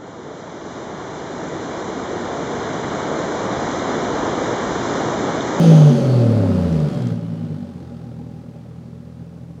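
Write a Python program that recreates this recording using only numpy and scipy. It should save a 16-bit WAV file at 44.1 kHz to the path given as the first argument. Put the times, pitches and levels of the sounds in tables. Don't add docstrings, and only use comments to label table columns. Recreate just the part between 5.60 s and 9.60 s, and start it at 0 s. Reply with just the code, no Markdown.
import sys
import numpy as np
from scipy import signal
from scipy.fft import rfft, irfft
from scipy.io import wavfile
from scipy.ndimage import uniform_filter1d, map_coordinates

SR = 44100
rng = np.random.default_rng(int(sys.argv[2]) if len(sys.argv) > 2 else 0)


def log_audio(samples):
    frames = np.atleast_2d(samples).T
    limited = np.clip(frames, -1, 1)
    pcm = np.round(limited * 32767).astype(np.int16)
    wavfile.write(sys.argv[1], SR, pcm)


N = 176400
TIME = np.arange(N) / SR

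# frequency in Hz, relative level in dB.
AIR_COLOUR = [(25, -9), (60, 0), (200, 6.5), (1000, 3.5), (3000, -8), (6000, -11), (10000, -18),
              (17000, -26)]
# peak time and swell time in seconds, pitch and width in Hz, level in dB.
WHISTLES = [(0.13, 0.31, 6230, 990, -42), (0.079, 0.33, 3220, 790, -41), (0.5, 0.15, 4420, 380, -47.5),
            (1.39, 0.18, 3270, 300, -56), (1.7, 0.33, 2950, 240, -64.5)]
# time in seconds, level in dB.
GAS_LEVEL = [(0, -23.5), (.25, -29), (.5, -33), (.8, -36), (1.15, -37), (1.4, -39.5), (1.5, -41.5),
             (1.6, -47.5), (1.92, -49), (2.1, -50.5), (2.7, -56), (3.1, -58), (4, -61)]
# frequency in Hz, relative level in dB.
GAS_FAST = [(60, -15), (300, -2), (600, 9), (850, -0.5), (1000, -19), (1300, -9.5), (1700, -16.5),
            (2400, -21), (3400, -22), (4800, -16.5), (5700, -27), (7500, -36), (10000, -27.5), (12000, -40),
            (17000, -49.5)]
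GAS_SLOW = [(60, -12), (300, 3), (600, -0.5), (850, -3), (1000, -3.5), (1300, -2.5), (1700, -9),
            (2400, -13), (3400, -14), (4800, -15.5), (5700, -20), (7500, -24.5), (10000, -29.5),
            (12000, -35), (17000, -44)]
# start in seconds, level in dB.
SPITS = [(1.125, -42), (1.201, -43), (1.287, -41.5), (1.302, -43), (1.331, -43), (1.346, -43), (1.375, -43),
         (1.422, -40.5), (1.471, -41.5)]
# start in seconds, level in dB, centre in Hz.
POPS = [(.036, -20, 700), (.117, -17, 560), (.179, -23, 900), (.217, -24, 900), (.272, -19, 520),
        (.352, -21, 400), (.396, -16, 420), (.533, -26, 750), (.724, -21, 560), (.768, -26, 700),
        (.835, -19, 560), (.858, -24, 700), (.919, -25, 850), (.984, -27, 800), (1.054, -27, 700),
        (2.957, -42, 560), (3.051, -42, 580), (3.606, -44, 620), (3.729, -45, 600), (3.778, -44, 600)]
# pitch in Hz, width in Hz.
RING_MODES = [(572, 24), (808, 50)]
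# time in seconds, levels of the lower and the higher in dB.
RING_LEVELS = [(0, -25, -41), (.8, -33.5, -49), (1.3, -38.5, -53.5), (1.7, -51, -54.5), (2.1, -62, -56),
               (2.7, -72, -55), (3.1, -66, -64), (4, -70, -63)]
# pitch in Hz, width in Hz, relative level in dB.
SILENCER_MODES = [(108, 34, -13), (163, 36, -3), (188, 32, -5), (234, 30, 1), (268, 34, -7)]
TAILPIPE_MODES = [(320, 70, -6), (371, 30, 0), (450, 36, -.5), (494, 40, -1), (530, 44, -1.5),
                  (570, 26, .5), (612, 36, -10.5), (700, 130, -15.5)]
# time in seconds, silencer rumble in dB, tailpipe rasp in dB.
PIPE_LEVELS = [(.1, -20, -21.5), (.35, -19.5, -24.5), (.6, -24.5, -23.5), (.9, -24.5, -26.5),
               (1.2, -26.5, -29), (1.5, -27, -34.5), (1.63, -29, -42), (1.93, -28.5, -42.5),
               (2.15, -37.5, -45.5), (2.6, -36.5, -46.5), (2.9, -40.5, -48.5), (3.3, -41.5, -49),
               (4, -43.5, -50.5)]
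ROUGHNESS = [(42, .7), (54, .76), (70, .62), (110, .5), (170, .48)]
# time in seconds, level in dB.
LOPE_LEVEL = [(0, -48), (1.2, -42), (1.5, -36), (1.9, -38), (2.15, -45), (2.6, -47.5), (3, -48), (3.3, -47),
              (4, -48.5)]
GROWL_ORDERS = [4 / 3, 5 / 3, 7 / 3, 8 / 3]
# time in seconds, gain in dB.
GROWL_LEVEL = [(0, -22), (.45, -22.5), (.9, -23.5), (1.3, -27), (1.6, -36), (2.2, -50), (4, -56)]
# frequency in Hz, gain in dB.
GROWL_COLOUR = [(70, -35), (120, -17), (135, -20), (150, -6), (185, -5), (210, -13), (235, 0), (272, -2),
                (295, -12), (320, -15), (372, -8), (430, -10)]
ORDER_DB = [0, 0.5, -0.5, -5, -3.5, -15.5]
# time in seconds, gain in dB.
LOAD = [(0, -6.5), (.035, -9.5), (.08, -7), (.28, -7.5), (.54, -12), (.75, -14), (.95, -16), (1.2, -19),
        (1.5, -22.5), (1.6, -31), (1.82, -33), (1.87, -37), (1.93, -32), (1.99, -39), (2.06, -34),
        (2.13, -36), (2.6, -37), (3, -40), (4, -39)]
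# frequency in Hz, gain in dB.
BOOM_RESPONSE = [(40, -42), (56, -32), (70, -28), (78, -11), (85, -7), (95, -6), (110, -2), (122, -.5),
                 (129, -4), (136, -15), (141, -10), (146, -1), (152, 0), (162, 0), (175, -6.5), (190, -9),
                 (215, -14), (240, -11), (265, -18), (300, -30), (345, -19), (420, -30), (700, -45)]
# time in seconds, boost or dip in dB.
STUMBLES = [(1.3, -2), (1.53, 5), (1.615, -5), (1.675, -7), (1.7, 4), (1.76, -4), (1.83, 2), (1.885, -5),
            (1.92, 4), (2.04, 3), (2.165, 4.5), (2.27, 2), (3.185, 2), (3.335, 3.5), (3.615, 3.5),
            (3.905, 2.5)]
CYLINDER_DB = [0, -9, -5, -.5, -10, -5]
# time in seconds, firings per second.
FIRING_RATE = [(0, 171.5), (.11, 161), (.28, 146.2), (.5, 127.3), (.75, 108.6), (.93, 95.1), (1.19, 77.6),
               (1.4, 63.5), (1.53, 55.8), (1.78, 55), (1.95, 50), (2.1, 45), (2.3, 42.4), (2.5, 40.2),
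               (3, 40.2), (3.3, 41.3), (3.65, 41.8), (4, 41.9)]

WAVER_DB, WAVERS_PER_S = 1.6, 22
FIRST_CYLINDER_S = 3.036


def from_db(db):
    return 10 ** (np.asarray(db) / 20)


def rms_one(x):
    return x / np.sqrt(np.mean(x ** 2) + 1e-20)


def even(x, size=11025):
    return x / np.sqrt(uniform_filter1d(x ** 2, size) + 1e-12)


def in_time(rows):
    s, *columns = np.transpose(rows)
    return [np.interp(TIME, s, c) for c in columns]


def at_hz(points, hz):
    f, db = np.transpose(points)
    return from_db(np.interp(np.log(hz + 1e-9), np.log(f), db))


def coloured(x, spectrum):
    return rms_one(irfft(rfft(x) * at_hz(spectrum, np.arange(N // 2 + 1) * SR / N), N))


def band(x, low_hz, high_hz, order):
    return signal.sosfilt(signal.butter(order, [low_hz, high_hz], "band", fs=SR, output="sos"), x)


def resonate(x, hz, width_hz):
    r = np.exp(-np.pi * width_hz / SR)
    b = np.array([1, 0, -1]) * (1 - r * r) / 2
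    a = [1, -2 * r * np.cos(2 * np.pi * hz / SR), r * r]
    return signal.lfilter(b, a, signal.lfilter(b, a, x))


def waver():
    points = rng.standard_normal(int(N / SR * WAVERS_PER_S) + 64)
    return map_coordinates(points, [TIME * WAVERS_PER_S], order=2, mode="nearest")


def burst(s, db, decay_s):
    return from_db(db) * (TIME >= s) * np.exp(-np.minimum(np.abs(TIME - s) / decay_s, 20))


def room_tone(db=-58):
    return from_db(db) * coloured(rng.standard_normal(N), AIR_COLOUR)


def garage(x, t60_s=.35, wet_db=-9, predelay_s=.008):
    t = TIME[:SR // 2]
    tail = rng.standard_normal(len(t)) * from_db(-60 * t / t60_s) * (t > predelay_s)
    return x + from_db(wet_db) * signal.fftconvolve(x, tail / np.linalg.norm(tail))[:N]


def turbo():
    out = np.zeros(N)
    for peak_s, swell_s, hz, width, db in WHISTLES:
        swell = from_db(db) * np.exp(-((TIME - peak_s) / swell_s) ** 2)
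        out += swell * rms_one(resonate(rng.standard_normal(N), hz, width))
    return out


def gas(puffs, pulsing=.58, midpoint_s=.1, crossfade_s=.54):
    flow_db, = in_time(GAS_LEVEL)
    jet = even(garage(rng.standard_normal(N) * (1 - pulsing + pulsing * puffs)))
    slow = .5 + .5 * np.tanh((TIME - midpoint_s) / crossfade_s)
    return from_db(flow_db) * ((1 - slow) * coloured(jet, GAS_FAST) + slow * coloured(jet, GAS_SLOW))


def spits_and_pops():
    bright = rms_one(band(rng.standard_normal(N), low_hz=1500, high_hz=7000, order=3))
    cracks = bright * sum(burst(s, db, decay_s=.003) for s, db in SPITS)
    white = rng.standard_normal(N)
    pops = sum(burst(s, db, decay_s=.004) * even(resonate(white, hz, hz / 2), size=220)
               for s, db, hz in POPS)
    return garage(cracks + band(pops, low_hz=200, high_hz=1400, order=4))


def ring(puffs):
    return sum(from_db(db) * even(resonate(puffs * rng.standard_normal(N), hz, width))
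               for db, (hz, width) in zip(in_time(RING_LEVELS), RING_MODES))


def pipe(kicks, puffs, rate, modes, preroll=4410):
    rough = np.interp(rate, *np.transpose(ROUGHNESS))
    drive = (1 - rough) * kicks + rough * puffs * rng.standard_normal(N)
    drive = np.pad(drive, (preroll, 0), mode="reflect")
    ringing = sum(from_db(db) * resonate(drive, hz, width) for hz, width, db in modes)
    return even(garage(ringing[preroll:]), size=6000)


def lope(kicks, thump_hz=165, thump_s=.0044):
    lope_db, = in_time(LOPE_LEVEL)
    t = np.arange(-SR // 50, SR // 50) / SR
    thump = np.cos(2 * np.pi * thump_hz * t) * np.exp(-.5 * (t / thump_s) ** 2)
    return from_db(lope_db) * even(signal.fftconvolve(kicks ** 2, thump, "same"))


def growl(rate, cycles):
    growl_db, = in_time(GROWL_LEVEL)
    tones = np.zeros(N)
    for k in GROWL_ORDERS:
        gain = from_db(WAVER_DB * waver()) * at_hz(GROWL_COLOUR, k * rate)
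        tones += gain * np.cos(2 * np.pi * (k * cycles + rng.random()))
    return np.sqrt(2) * from_db(growl_db) * tones


def boom(rate, cycles):
    load_db, = in_time(LOAD)
    orders = np.zeros(N)
    for k, db in enumerate(ORDER_DB, 1):
        gain = from_db(db + WAVER_DB * np.sqrt(k - 1) * waver()) * at_hz(BOOM_RESPONSE, k * rate)
        orders += gain * np.cos(2 * np.pi * k * cycles + rng.uniform(-1.92, 1.5))
    return np.sqrt(2) * from_db(load_db) * orders


def stumble(width_s=.015):
    return from_db(sum(db * np.exp(-((TIME - s) / width_s) ** 2) for s, db in STUMBLES))


def firings(rate, cycles, jitter_cycles=.018, spread_db=1.6, puff_s=.011):
    due = np.flatnonzero(np.diff(np.floor(cycles))) + 1
    timing, force = rng.standard_normal((len(due), 2)).T
    cylinder = np.floor(cycles[due]).astype(int) % len(CYLINDER_DB)
    onsets = np.clip(due + (jitter_cycles * SR / rate[due] * timing).astype(int), 0, N - 1)
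    kicks = np.zeros(N)
    kicks[onsets] = from_db(np.array(CYLINDER_DB)[cylinder] + spread_db * force)
    squashed = kicks ** .14
    puffs = signal.lfilter([1], [1, -np.exp(-1 / (puff_s * SR))], squashed)
    return even(kicks), even(puffs)


def scene():
    rate, = in_time(FIRING_RATE)
    cycles = np.cumsum(rate) / SR
    cycles -= np.interp(FIRST_CYLINDER_S, TIME, cycles)
    kicks, puffs = firings(rate, cycles)
    rumble_db, rasp_db = in_time(PIPE_LEVELS)
    rumble = from_db(rumble_db) * pipe(kicks, puffs, rate, SILENCER_MODES)
    rasp = from_db(rasp_db) * pipe(kicks, puffs, rate, TAILPIPE_MODES)
    air = room_tone()
    note = stumble() * (boom(rate, cycles) + growl(rate, cycles) + lope(kicks) + rumble)
    return (note + rasp + ring(puffs) + gas(puffs) + turbo() + spits_and_pops() + air)[None]


def record(dry):
    lowpass = signal.cheby2(12, 70, 17200, fs=SR, output="sos")
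    return signal.sosfilt(lowpass, np.clip(dry, -1, 1))


dry = scene()
out = record(dry)
log_audio(out)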